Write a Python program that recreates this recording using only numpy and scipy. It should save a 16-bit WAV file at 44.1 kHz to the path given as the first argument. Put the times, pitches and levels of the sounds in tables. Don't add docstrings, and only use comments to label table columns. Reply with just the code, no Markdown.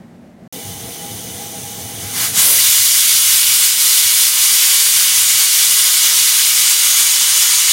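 import sys
import numpy as np
from scipy import signal
from scipy.fft import rfft, irfft
from scipy.io import wavfile
from scipy.ndimage import uniform_filter1d

SR = 44100
rng = np.random.default_rng(int(sys.argv[2]) if len(sys.argv) > 2 else 0)


def master_out(mix):
    frames = np.transpose(np.atleast_2d(mix))
    ceiling = np.clip(frames, -1, 1)
    pcm = np.round(ceiling * 32767).astype(np.int16)
    wavfile.write(sys.argv[1], SR, pcm)


N = 340817
TIME = np.arange(N) / SR
FREQ = np.maximum(np.arange(N // 2 + 1) * SR / N, 1)
SILENCE_START_S, SILENCE_END_S = 0.478, 0.525
CUT_HZ = 15920

# [t/s, level of the jet before sags and gain control/dB]
LIFT = [(2.0, -34), (2.12, -27.5), (2.2, -15), (2.27, -16), (2.325, -24.5), (2.395, -7.5), (2.5, -3),
        (2.65, 1), (4.5, 7.5)]
LIFT_S = LIFT[0][0]


def jet():
    # [f/Hz, level/dB]
    jet_spectrum = [(150, -31.5), (700, -24), (880, -20), (970, -14), (1850, -12.5), (2050, -5.5),
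                    (2700, -10.0), (2950, -4.5), (5500, -2.5), (7800, -2.5), (9700, 0.0), (10500, -5),
                    (11300, -2.0), (12700, -5), (15600, -6.5)]
    # [f/Hz, width/Hz, lift/dB]
    jet_peaks = [(1270, 30, 3.2), (1432, 48, 1.6), (1572, 240, 3.1), (1830, 30, 3.9), (2024, 30, 3.8),
                 (2283, 48, 6), (2347, 30, 3.9), (2541, 30, 5), (2713, 30, 3.1), (2878, 30, 2.5),
                 (2920, 230, 4.2), (3413, 240, 3), (3478, 30, 3.2), (3672, 30, 3), (3951, 135, 1.9),
                 (4608, 30, 4), (4705, 48, 4.5), (5114, 48, 4.4), (5717, 78, 2.9), (5943, 48, 5.8),
                 (6223, 48, 5.4), (6481, 48, 4.1), (6790, 44, 4.4), (6926, 72, 5.6), (7474, 30, 3.5),
                 (7605, 44, 3.2), (8333, 48, 3.4), (8880, 72, 2.8), (9680, 50, 2), (10831, 420, 2.7)]
    flow = turbulence(surge_db=0.56, surge_rate=34, eddy_db=0.75, eddy_rate=22)
    rush = rfft(colour(flow, jet_spectrum, jet_peaks))
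    age = np.maximum(TIME - LIFT_S, 0)

    gruff_db, gruff_clears_s, gruff_fade_s = 11, 2.38, 0.11
    gruff = (TIME > LIFT_S) * (1 - np.tanh((TIME - gruff_clears_s) / (2 * gruff_fade_s))) / 2

    roar_hz, top_hiss_hz = 2010, 9500
    low = 1 / (1 + (FREQ / roar_hz) ** 6)
    top = 1 / (1 + (top_hiss_hz / FREQ) ** 16)
    roar_db, roar_rise_db_per_s = -1.84, 0.42
    hiss_db, hiss_fall_db_per_s, blast_hiss_db = 1.84, 0.62, 4
    roar_level_db = roar_db + roar_rise_db_per_s * age + gruff_db * gruff
    hiss_level_db = hiss_db - hiss_fall_db_per_s * age + blast_hiss_db * blast()
    roar = irfft(rush * low, N) * undb(roar_level_db)
    hiss = irfft(rush * top, N) * undb(hiss_level_db)
    body = irfft(rush * (1 - low - top), N)
    steam = roar + body + hiss + vent(jet_peaks)
    return kitchen(unit(steam), wet_db=-9) * opening()


def vent(peaks):
    vent_hz, vent_width_hz = 6700, 1150
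    vent_starts_s, vent_swell_s, vent_db = 4.8, 2.3, -12.5
    gain = undb(resonances(peaks)) / (1 + (2 * (FREQ - vent_hz) / vent_width_hz) ** 4)
    ring = unit(irfft(rfft(rng.standard_normal(N)) * gain, N))
    return ring * undb(vent_db + 2.3 * walk(18)) * ramp(vent_starts_s, vent_swell_s)


def opening():
    # [t/s, depth/dB]
    sags = [(3.22, 1.2), (3.59, 1.1), (3.76, 3.5), (4.33, 2), (4.93, 1), (5.49, 2), (5.94, 1.3),
            (6.53, 0.3), (6.81, 0.8)]
    sag_s = 0.047
    rock_db, rock_rate = 0.21, 9.8
    sag_db = sum(depth * np.exp(-((TIME - at) / sag_s) ** 2) for at, depth in sags)
    return undb(curve(LIFT) - sag_db + rock_db * walk(rock_rate)) * (TIME > LIFT_S)


def blast():
    middle_s, half_length_s = 2.515, 0.073
    return np.exp(-((TIME - middle_s) / half_length_s) ** 2)


def gust():
    # [f/Hz, level/dB]
    gust_spectrum = [(100, -22), (300, -4), (520, -1), (800, -4), (1600, -18)]
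    gust_db = -23.5
    return colour(rng.standard_normal(N), gust_spectrum, []) * undb(gust_db) * blast()


def seep():
    # [f/Hz, level/dB]
    seep_spectrum = [(400, -47), (1000, -16), (1800, -8.5), (2600, -10), (3100, -5), (4500, -6),
                     (8000, -5.5), (9500, 0.5), (11000, -6.4), (15600, -6)]
    # [f/Hz, width/Hz, lift/dB]
    seep_peaks = [(2014, 60, 8.6), (2260, 157, 6.2), (2990, 140, 7.3), (3260, 70, 3.8), (3540, 230, 5),
                  (5920, 45, 4), (6230, 750, 7.3), (6700, 48, 7.4), (8400, 70, 4), (13544, 630, 3)]
    seep_db, seep_rise_db_per_s, seep_fade_s = -31, 1.5, 0.55
    flow = turbulence(surge_db=.3, surge_rate=20, eddy_db=0.8, eddy_rate=18)
    hiss = kitchen(colour(flow, seep_spectrum, seep_peaks), wet_db=-6)
    level_db = seep_db + seep_rise_db_per_s * (TIME - SILENCE_END_S)
    seated = (1 - ramp(LIFT[1][0], seep_fade_s)) * (TIME > SILENCE_START_S)
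    return hiss * undb(level_db) * seated


def pot():
    # [f/Hz, level/dB]
    rumble_spectrum = [(25, -33), (50, -18), (80, -34), (150, -5), (250, -2), (350, -8), (550, -11.5),
                       (650, -4.5), (900, -15.5), (1200, -20), (3000, -38)]
    # [f/Hz, width/Hz, lift/dB]
    pot_peaks = [(178, 39, 4), (475, 77, 8.5), (590, 52, -13), (814, 38, 14.5)]
    # [f/Hz, level/dB]
    throb_spectrum = [(25, -37), (55, -14.5), (100, 1), (140, -2.5), (250, -27), (1000, -70)]
    # [f/Hz, width/Hz, lift/dB]
    throb_peaks = [(104, 32, 7)]
    boil_db, throb_db = -35.5, -39.5
    puff_db, puff_rate = 2.1, 6
    flare_s, flare_rise_s, flare_db = 1.47, .1, 3.5
    boil = colour(rng.standard_normal(N) * undb(0.96 * walk(20)), rumble_spectrum, pot_peaks)
    throb = colour(rng.standard_normal(N) * undb(3.2 * walk(24)), throb_spectrum, throb_peaks)
    throb_level_db = throb_db + flare_db * ramp(flare_s, flare_rise_s) + puff_db * walk(puff_rate)
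    return (boil * undb(boil_db) + throb * undb(throb_level_db)) * (TIME > SILENCE_START_S)


def burner():
    # [f/Hz, level/dB]
    burner_spectrum = [(30, -27), (60, -17), (100, -7), (135, -10), (200, -2.5), (290, -8.5), (450, -14.5),
                       (620, -12), (900, -20.5), (1200, -27), (1800, -25.5), (3200, -36), (8000, -41),
                       (15600, -49)]
    # [f/Hz, width/Hz, lift/dB]
    burner_peaks = [(167, 25, 9.1), (236, 43, 6.8)]
    burner_db, flutter_db, flutter_rate = -40, 1.1, 18
    flame = colour(rng.standard_normal(N), burner_spectrum, burner_peaks)
    return flame * undb(burner_db + flutter_db * walk(flutter_rate)) * (TIME < SILENCE_END_S)


def kitchen(x, wet_db, sway_rate=0.718, count=3):
    t60_s = 0.22
    age = TIME[:SR // 4]
    wet = 0
    for _ in range(count):
        tail = rng.standard_normal(len(age)) * undb(-60 * age / t60_s) * (age > .002)
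        wet = wet + signal.fftconvolve(x, tail)[:N] * walk(sway_rate)
    wet = wet / np.sqrt(uniform_filter1d(wet ** 2, SR // 10))
    return unit(x + undb(wet_db) * wet)


def turbulence(surge_db, surge_rate, eddy_db, eddy_rate, count=20):
    noise = rfft(rng.standard_normal(N))
    place = np.interp(np.log(FREQ), np.log([500, 16000]), [0, count - 1])
    stream = 0
    for k in range(count):
        band = irfft(noise * np.maximum(1 - abs(place - k), 0), N)
        stream = stream + band * undb(eddy_db * walk(eddy_rate))
    return stream * undb(surge_db * walk(surge_rate))


def resonances(peaks):
    return sum(db / (1 + (2 * (FREQ - hz) / width) ** 2) for hz, width, db in peaks)


def colour(x, spectrum, peaks):
    hz, db = np.transpose(spectrum)
    broad_db = np.interp(np.log(FREQ), np.log(hz), db)
    gain = undb(broad_db + resonances(peaks))
    return unit(irfft(rfft(x) * gain * (FREQ < CUT_HZ), N))


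def walk(rate):
    hold = max(int(SR / rate), 2)
    steps = np.repeat(rng.standard_normal(N // hold + 1), hold)[:N]
    return unit(uniform_filter1d(steps, hold))


def undb(db):
    return 10 ** (np.asarray(db) / 20)


def curve(table):
    return np.interp(TIME, *np.transpose(table))


def unit(x):
    return x / np.sqrt(np.mean(x ** 2))


def ramp(start, length):
    return np.clip((TIME - start) / length, 0, 1)


def lag(x, seconds):
    keep = np.exp(-1 / (seconds * SR))
    return signal.lfilter([1 - keep], [1, -keep], x)


def gain_control(x):
    ceiling_db, release_db_per_s = -10.5, 1
    sense_s, attack_s, ahead_s = 0.033, 0.0096, 0.027
    heard_db = 10 * np.log10(lag(np.mean(x ** 2, axis=0), sense_s) + 1e-12)
    excess_db = np.maximum(heard_db - ceiling_db, 0)
    recovery_db = release_db_per_s * TIME
    cut_db = np.maximum.accumulate(excess_db + recovery_db) - recovery_db
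    smooth_cut_db = lag(cut_db, attack_s)
    return x * undb(-np.interp(TIME + ahead_s, TIME, smooth_cut_db))


def scene():
    sounding = (TIME < SILENCE_START_S) | (TIME > SILENCE_END_S)
    mix = jet() + gust() + seep() + pot() + burner()
    return np.tile(mix * sounding, (2, 1))


def record(dry):
    low_pass = signal.ellip(12, .1, 70, CUT_HZ, fs=SR, output="sos")
    return signal.sosfilt(low_pass, np.clip(gain_control(dry), -1, 1))


dry = scene()
out = record(dry)
master_out(out)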